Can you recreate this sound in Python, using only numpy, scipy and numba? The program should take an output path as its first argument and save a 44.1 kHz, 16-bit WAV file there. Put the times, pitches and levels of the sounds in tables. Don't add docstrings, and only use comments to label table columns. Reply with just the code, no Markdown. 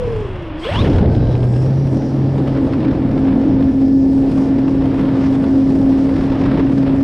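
import sys
import numpy as np
from scipy import signal
from scipy.fft import rfft, irfft, next_fast_len
from scipy.io import wavfile
from scipy.ndimage import uniform_filter1d, minimum_filter1d
from numba import njit

SR = 44100
rng = np.random.default_rng(int(sys.argv[2]) if len(sys.argv) > 2 else 0)


def master(y):
    cut = np.clip(np.atleast_2d(y).T, -1, 1)
    pcm = np.round(cut * 32767)
    wavfile.write(sys.argv[1], SR, pcm.astype(np.int16))


N = 310023

FULL_HZ, LIFT_OFF_S = 135, 2.1
CALM_DB = -43


def undb(db):
    return 10 ** (np.asarray(db) / 20)


def unit(x):
    return x / np.sqrt(np.mean(x ** 2))


def columns(table):
    s, *rest = np.transpose(table)
    return [np.interp(np.arange(N) / SR, s, c) for c in rest]


def gate(start_s, hold_s, attack_s, release_s):
    end = start_s + max(hold_s, attack_s + 1e-4)
    return np.interp(np.arange(N) / SR, [start_s, start_s + attack_s, end, end + release_s], [0, 1, 1, 0])


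def walk(rate):
    k = int(SR / rate)
    steps = np.repeat(rng.standard_normal(N // k + 1), k)
    return unit(uniform_filter1d(uniform_filter1d(steps, k), k)[:N])


def bandpass(x, order, low_hz, high_hz):
    return signal.sosfilt(signal.butter(order, [low_hz, high_hz], "band", fs=SR, output="sos"), x)


def strikes(table, fade_s):
    starts = np.zeros(N)
    for s, level_db in table:
        starts[int(s * SR)] = undb(level_db)
    return signal.lfilter([1], [1, -np.exp(-1 / (fade_s * SR))], starts)


def coloured(spectrum, span, gust_db, flicker_db, flicker_rate):
    hz, db = np.transpose(spectrum)
    bins = np.fft.rfftfreq(next_fast_len(N), 1 / SR) + 1e-9
    shape = undb(np.interp(np.log(bins), np.log(hz), db, -120, -120))
    inside = (bins > span[0]) & (bins < span[1])
    shape /= np.sqrt(np.sum(shape[inside] ** 2) / len(bins))
    noise = rfft(rng.standard_normal(next_fast_len(N))) * shape
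    place, out = 2 * np.log2(bins), 0
    for band in range(int(2 * np.log2(hz[0])), int(2 * np.log2(hz[-1])) + 2):
        share = np.clip(1 - abs(place - band), 0, 1)
        out = out + irfft(noise * share)[:N] * undb(flicker_db * walk(flicker_rate))
    return out * unit(undb(gust_db + np.zeros(N)))


# pitch in Hz, relative level in dB per Hz.
SIDE_COLOUR = [(15, -32.5), (25, 1), (48, 3), (108, -8.5), (194, -9.5), (733, -20), (2500, -37),
               (6550, -48), (9500, -57.5), (14400, -85.5)]
# time in seconds, level in dB within 25-105 Hz.
SIDE_AIR = [(0, -31), (.25, -43), (.5, -60), (.65, -87), (.8, -43), (1, -70), (2, -96)]


def side_air():
    return coloured(SIDE_COLOUR, (25, 105), 0, 1, 20) * undb(columns(SIDE_AIR)[0])


BLAST_S, BLAST_RISE_S, BLAST_FALL_S, BLAST_DB = 0.753, 0.068, 0.62, 5.5


def blast():
    return gate(BLAST_S, BLAST_RISE_S, BLAST_RISE_S, BLAST_FALL_S)


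# pitch in Hz, relative level in dB per Hz.
BUFFET = [(12, -42.5), (20, -7), (110, 2), (140, -3), (200, -11.5), (330, -20), (500, -25.5), (800, -58)]
RUSH = [(150, 7.5), (300, 6), (450, 0), (650, -5.5), (900, -13.5), (1300, -58), (2000, -52.5)]
HISS = [(600, -28.5), (900, -0.5), (1400, -7.5), (1900, -11), (2600, -15), (3600, -19), (5000, -27.5),
        (7000, -60.5), (10000, -45), (13000, -65.5)]
TIP_HISS = [(2500, -20.5), (3800, -7), (4600, -3), (5200, -0.5), (5700, -5), (6100, -9.5), (7500, -13.5),
            (8500, -14.5), (9500, -14.5), (10800, -22.5), (12500, -28), (14500, -51)]
# time in seconds, buffet in dB within 25-105 Hz before gusts and sway.
EDDIES = [(0, -25), (.45, -29.5), (.62, -37), (.7, -28), (.76, -19.5), (.9, -16.5), (1.5, -23), (2.1, -25),
          (2.9, -25), (3.7, -27), (5.8, -25.5), (6.25, -25), (6.7, -26.5), (7.03, -29)]
# time in seconds, level in dB within 4600-6000 Hz.
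TIPS = [(0, -56.5), (.55, -67), (.62, -51), (.76, -48.5), (.98, -53.5), (1.05, -62), (1.11, -57.5),
        (1.6, -56), (2, -56), (3, -60), (3.6, -60.5), (3.75, -55), (4, -56), (4.42, -53), (4.55, -58),
        (4.9, -58.5), (5.1, -55), (6.1, -54), (6.25, -52), (6.35, -58), (7.03, -56.5)]
RUSH_SPAN, HISS_SPAN, TIP_SPAN = (620, 850), (1200, 2400), (4600, 6000)
EDDY_SWAY_DB, CALM_EDDY_DB = 2, -27
RUSH_DB, RUSH_POWER = -35.5, 1
GUST_ON_RUSH, GUST_ON_BUFFET, EDDY_ON_RUSH = 0.35, 0.068, 0.27


def air(hz, gust_db):
    speed_db = 20 * np.log10(hz / FULL_HZ)
    eddy_db = columns(EDDIES)[0]
    buffet_db = eddy_db + GUST_ON_BUFFET * gust_db + EDDY_SWAY_DB * walk(6)
    rush_db = RUSH_DB + RUSH_POWER * speed_db + GUST_ON_RUSH * gust_db
    rush_db = rush_db + EDDY_ON_RUSH * (eddy_db - CALM_EDDY_DB) + BLAST_DB * blast()
    gust = walk(22)
    bursts = 0.4 * gust + 2.64 * np.clip(walk(170), 0, 2) ** 1.11
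    buffet = undb(buffet_db) * coloured(BUFFET, (25, 105), 0, .6, 12)
    rush = undb(rush_db) * coloured(RUSH, RUSH_SPAN, 0.66 * gust + 0.53 * bursts, 0.094, 34)
    hiss = undb(CALM_DB + gust_db) * coloured(HISS, HISS_SPAN, bursts, 1.0, 30)
    tips = undb(columns(TIPS)[0]) * coloured(TIP_HISS, TIP_SPAN, 0.79 * bursts, 2.1, 18)
    return buffet + rush + hiss + tips


# start in seconds, strength in dB before smoothing and scaling.
SLAPS = [(0.736, -20), (0.748, -17), (0.757, -16), (0.811, -23), (0.947, -22.5), (0.983, -16),
         (2.7337, -21), (2.78, -33), (2.805, -25.5), (2.828, -27), (2.849, -23), (2.882, -26), (3.177, -24),
         (3.6236, -23.5), (4.679, -25.5), (5.0531, -29), (5.134, -32), (5.209, -28), (5.4398, -23),
         (5.9195, -27), (6.2083, -23.5), (6.238, -24), (6.268, -34), (6.46, -27), (6.573, -25), (6.67, -28),
         (6.864, -27)]
SLAP_TOP_DB = -20


def slaps():
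    fade = strikes(SLAPS, 0.0065)
    fade = uniform_filter1d(uniform_filter1d(fade, size=90), size=90)
    hiss = coloured(HISS, HISS_SPAN, 0, 0, 30)
    edge = undb(SLAP_TOP_DB) * coloured(TIP_HISS, TIP_SPAN, 0, 0, 30)
    return 0.36 * fade * (hiss + edge)


# start in seconds, strength in dB before smoothing and halving.
KNOCKS = [(.873, -33), (.904, -32), (0.934, -23), (1.014, -24), (1.059, -22), (1.098, -33), (1.122, -31),
          (1.15, -22), (1.181, -30), (1.271, -28), (1.341, -34), (1.353, -23), (1.366, -37), (1.431, -27),
          (1.538, -28)]
KNOCK_S, KNOCK_LOW_HZ, KNOCK_HIGH_HZ = 0.0023, 1000, 3500
TICK_S, TICK_LASTS_S, TICK_DB, TICK_LOW_HZ, TICK_HIGH_HZ = 1.12, .2, -51, 2800, 4900


def knocks(turns):
    fade = uniform_filter1d(strikes(KNOCKS, KNOCK_S), size=40)
    ticks = np.diff(np.floor(turns / (2 * np.pi)), prepend=0) * undb(2 * walk(40))
    scrape = rng.standard_normal(260) * np.hanning(260)
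    ticks = signal.fftconvolve(ticks, scrape)[:N]
    ticks = unit(bandpass(ticks, 3, TICK_LOW_HZ, TICK_HIGH_HZ))
    knock = unit(bandpass(rng.standard_normal(N), 3, KNOCK_LOW_HZ, KNOCK_HIGH_HZ))
    return fade * knock / 2 + undb(TICK_DB) * gate(TICK_S, TICK_LASTS_S, 0.033, .1) * ticks


@njit
def svf(x, hz, width):
    y, b, l = np.empty(len(x)), 0., 0.
    g, k = np.tan(np.pi * hz / SR), width / hz
    for i in range(len(x)):
        v = (b + g * (x[i] - l)) / (1 + g * (g + k))
        b, l, y[i] = 2 * v - b, l + 2 * g * v, k * v
    return y


# pitch in Hz, nominal width in Hz, level in dB.
MOUNT = [(570, 90, -1), (1050, 170, -4), (1620, 200, -10), (2200, 400, -13), (2700, 520, -7),
         (3270, 260, -8), (3800, 420, -19)]


def mount(x):
    out = 0
    for hz, width, db in MOUNT:
        wide = 1.55 * width
        out = out + undb(db) * svf(svf(x, 1. * hz, wide), 1. * hz, wide)
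    return out


# start in seconds, strain length in seconds,
# whine drive in dB, rattle drive in dB, whistle length in seconds, whistle level in dB.
THROTTLE = [(.61, .195, -23.5, -30.5, .17, -60), (1.5, .16, -55, -60, .17, -66)]
RATTLE_ATTACK_S, RATTLE_RELEASE_S = .04, .28
COAST_RATTLE_DB, COAST_RATTLE_HZ, FLIGHT_RATTLE_DB = -35, 450, -55.5
SKIN_DB, SKIN_TOP_HZ = -8.5, 3400
CRACKLE_DB, CRACKLE_LOW_HZ, CRACKLE_HIGH_HZ, CRACKLE_RISE_S, CRACKLE_FALL_S = -24, 5000, 10000, 0.14, .25


def airframe(x):
    return unit(mount(x) + undb(SKIN_DB) * bandpass(x[::-1], 8, 500, SKIN_TOP_HZ))


def rattle():
    shake, crackle = undb(FLIGHT_RATTLE_DB), 0
    for s, strain_s, _, rattle_db, *_ in THROTTLE:
        shake = shake + undb(rattle_db) * gate(s, strain_s, RATTLE_ATTACK_S, RATTLE_RELEASE_S) ** 2
        crackle = crackle + undb(rattle_db + CRACKLE_DB) * gate(s, 0, CRACKLE_RISE_S, CRACKLE_FALL_S)
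    clicks = rng.standard_normal(N) * undb(2.2 * rng.exponential(size=N))
    even = airframe(clicks)
    clicks = clicks * undb(3 * walk(120))
    sharp = airframe(clicks)
    dull = unit(signal.lfilter(*signal.butter(1, COAST_RATTLE_HZ, fs=SR), even))
    bright = unit(bandpass(clicks, 2, CRACKLE_LOW_HZ, CRACKLE_HIGH_HZ))
    coasting = gate(-1, 1 + THROTTLE[0][0], .1, .3)
    return sharp * shake + bright * crackle + dull * undb(COAST_RATTLE_DB) * coasting


# pitch in Hz, level in dB.
HUM = [(300, -30), (315, -28.5), (340, -32), (390, -31), (430, -24), (500, -21), (560, -18.5), (690, -24),
       (790, -30), (900, -26), (1130, -28), (1230, -50), (1600, -50.5), (1750, -56)]
HUM_ORDER, WINDING_ORDER = 13, 42
HUM_THROB, HUM_HALO_DB = .3, -13
SWITCH_HZ, WHISTLE_EDGE_S, WHISTLE_LEAD_S = 8010, .02, .02
PUSH_ATTACK_S, PUSH_RELEASE_S = .03, .03
ROLL_WHINE_FROM_S, ROLL_WHINE_DB, CRUISE_WHINE_DB = 1.09, -56, -69
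WHINE_HALO_DB, WHINE_HALO_HZ, WHINE_THROB = 4, 1100, .6
STRAND_DB = -12


def rotor_hum(turns, waver, hz):
    pitch_hz, level_db = np.transpose(HUM)
    hum_db = np.interp(np.log(HUM_ORDER * hz), np.log(pitch_hz), level_db)
    hum = (np.sin(waver) + undb(-25) * np.sin(2 * waver)) * undb(1.2 * walk(70))
    hum = hum * (1 + HUM_THROB * np.cos(turns))
    hum = hum + undb(HUM_HALO_DB) * (walk(250) * np.sin(waver) + walk(250) * np.cos(waver))
    return undb(hum_db) * hum


def winding_whine(turns, waver, hz):
    speed, whine = hz / FULL_HZ, 0
    for k in (1, 2, 3):
        pitch_hz = k * WINDING_ORDER * hz
        reach = 1 / (1 + (1500 / pitch_hz) ** 7) / (1 + (k > 1) * (pitch_hz / 3500) ** 14)
        core = np.exp(.6j * walk(150)) * undb(1.5 * walk(80))
        halo = (walk(WHINE_HALO_HZ) + 1j * walk(WHINE_HALO_HZ)) / np.sqrt(2)
        halo = undb(WHINE_HALO_DB) * speed ** 2 * halo
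        tone = np.exp(1j * k * WINDING_ORDER * turns) * (core + halo)
        whine = whine + reach * undb(-1.0 * (k - 1.0)) * tone
    whine = whine * (1 + WHINE_THROB * speed ** 2 * np.cos(turns))
    strand = undb(STRAND_DB) * whine * np.exp(-1j * waver)
    return undb(-3) * mount((whine + strand).real) + undb(-10) * whine.imag


def motor(turns, hz):
    roll = gate(ROLL_WHINE_FROM_S, LIFT_OFF_S - ROLL_WHINE_FROM_S, 0.04, .2)
    strain, switch = undb(CRUISE_WHINE_DB) + undb(ROLL_WHINE_DB) * roll, 0
    for s, strain_s, whine_db, _, whistle_s, whistle_db in THROTTLE:
        strain = strain + undb(whine_db) * gate(s, strain_s, PUSH_ATTACK_S, PUSH_RELEASE_S)
        edges = gate(s - WHISTLE_LEAD_S, whistle_s, WHISTLE_EDGE_S, WHISTLE_EDGE_S)
        switch = switch + undb(whistle_db) * edges
    waver = HUM_ORDER * turns + .45 * walk(90)
    hum = rotor_hum(turns, waver, hz)
    whine = strain * winding_whine(turns, waver, hz)
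    whistle = switch * np.sin(2 * np.pi * SWITCH_HZ * np.arange(N) / SR)
    return np.sqrt(2) * (hum + whine + whistle)


# time in seconds, unbalance tone in dB, blade tone in dB,
# flutter side tones in dB.
PROP = [(0, -26, -49, -71), (.75, -33, -38, -69), (.9, -27, -44, -41), (1.2, -19, -39, -42),
        (1.45, -12, -47, -48), (1.9, -13.5, -23.5, -31.5), (2.05, -22, -27.5, -23.5), (2.2, -14, -28, -23),
        (2.4, -15.5, -22, -27.5), (2.65, -25, -17, -23.5), (2.8, -25.5, -23.5, -18.5),
        (3.05, -22.5, -15, -21.5), (3.35, -29, -14, -20), (3.55, -30.5, -16.5, -14),
        (3.9, -29.5, -15, -23.5), (4.9, -25.5, -13.5, -25.5), (5.6, -31, -12.5, -23.5),
        (6.3, -32, -15, -25), (6.75, -22.5, -13, -20), (7.03, -26.5, -12.5, -41)]
BLADES = 2
GUST_ON_UNBALANCE, GUST_ON_BLADE = 0.34, -0.47


def propeller(turns, gust_db):
    once_db, blade_db, flutter_db = columns(PROP)
    once_db = once_db + GUST_ON_UNBALANCE * gust_db
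    blade_db = blade_db + GUST_ON_BLADE * gust_db
    swing = np.cumsum(42 + 4 * walk(6)) * 2 * np.pi / SR
    upper = .5 * np.exp(1j * swing) * (walk(40) + 1j * walk(40))
    lower = .35 * np.exp(-1j * swing) * (walk(28) + 1j * walk(28))
    sway = .45 * (walk(45) + 1j * walk(45))
    steady = np.exp(.35j * walk(8.4)) * undb(0.61 * walk(18))
    flutter = undb(flutter_db) * (upper + lower + sway)
    blade = np.exp(1j * BLADES * turns) * (undb(blade_db) * steady + flutter)
    overtone = undb(-37.5) * np.sin(2 * BLADES * turns + .5 * walk(19)) * np.clip(undb(blade_db + 22.0), 0, 1)
    unsettled = 1.3 * blast()
    once = np.sin(turns + 0.6 * walk(15) + unsettled * walk(49.97)) * undb(0.45 * walk(20))
    return np.sqrt(2) * (undb(once_db) * once + blade.real + overtone)


# time in seconds, shaft turns in Hz.
SHAFT = [(0, 38.93), (.3, 29.44), (.52, 23.74), (.61, 24.24), (.643, 26.24), (.651, 32.26), (.68, 39.54),
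         (.72, 53.2), (.76, 70.1), (.8, 86.15), (.83, 95), (.9, 105.4), (1.1, 118.2), (1.3, 121.8),
         (1.6, 125.3), (1.7, 134.6), (2.3, 135.2), (3.2, 134.1), (4.4, 135.1), (5.5, 134.5), (7.03, 136)]
# time in seconds, hiss in dB within 1200-2400 Hz.
GUSTS = [(0, -48), (.5, -56), (.74, -39.5), (1, -39.5), (1.1, -43), (1.4, -46.5), (1.63, -47), (1.7, -46),
         (2.0, -47), (2.2, -46), (2.48, -41.5), (2.57, -41), (2.66, -44), (2.79, -42), (2.85, -39),
         (2.94, -41.5), (3.3, -42), (3.58, -43.5), (3.74, -46), (3.95, -52.5), (4.15, -48), (4.3, -43),
         (4.43, -41), (4.52, -43), (4.88, -41.5), (5.08, -38), (5.4, -42), (5.75, -44.5), (6.13, -41),
         (6.24, -38.5), (6.31, -40), (6.55, -36.5), (6.75, -43), (6.92, -39.5), (7.03, -45.5)]


def scene():
    hz, gust_db = columns(SHAFT)[0], columns(GUSTS)[0] - CALM_DB
    turns = 2 * np.pi * np.cumsum(hz) / SR
    mid = air(hz, gust_db) + slaps() + knocks(turns)
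    mid = mid + rattle() + motor(turns, hz) + propeller(turns, gust_db)
    side = side_air()
    return np.array([mid + side, mid - side])


LIMIT, LIMIT_S = .73, .006
TOP_HZ = 14900


def record(dry):
    span = int(LIMIT_S * SR)
    room = np.clip(LIMIT / (abs(dry).max(axis=0) + 1e-9), 0, 1)
    room = minimum_filter1d(room, size=2 * span)
    held = dry * uniform_filter1d(room, size=span)
    rounded = 1.2 * np.tanh(held / 1.2)
    housed = signal.sosfilt(signal.butter(4, 13000, fs=SR, output="sos"), rounded)
    return signal.sosfilt(signal.ellip(8, .2, 70, TOP_HZ, fs=SR, output="sos"), housed)


dry = scene()
out = record(dry)
master(out)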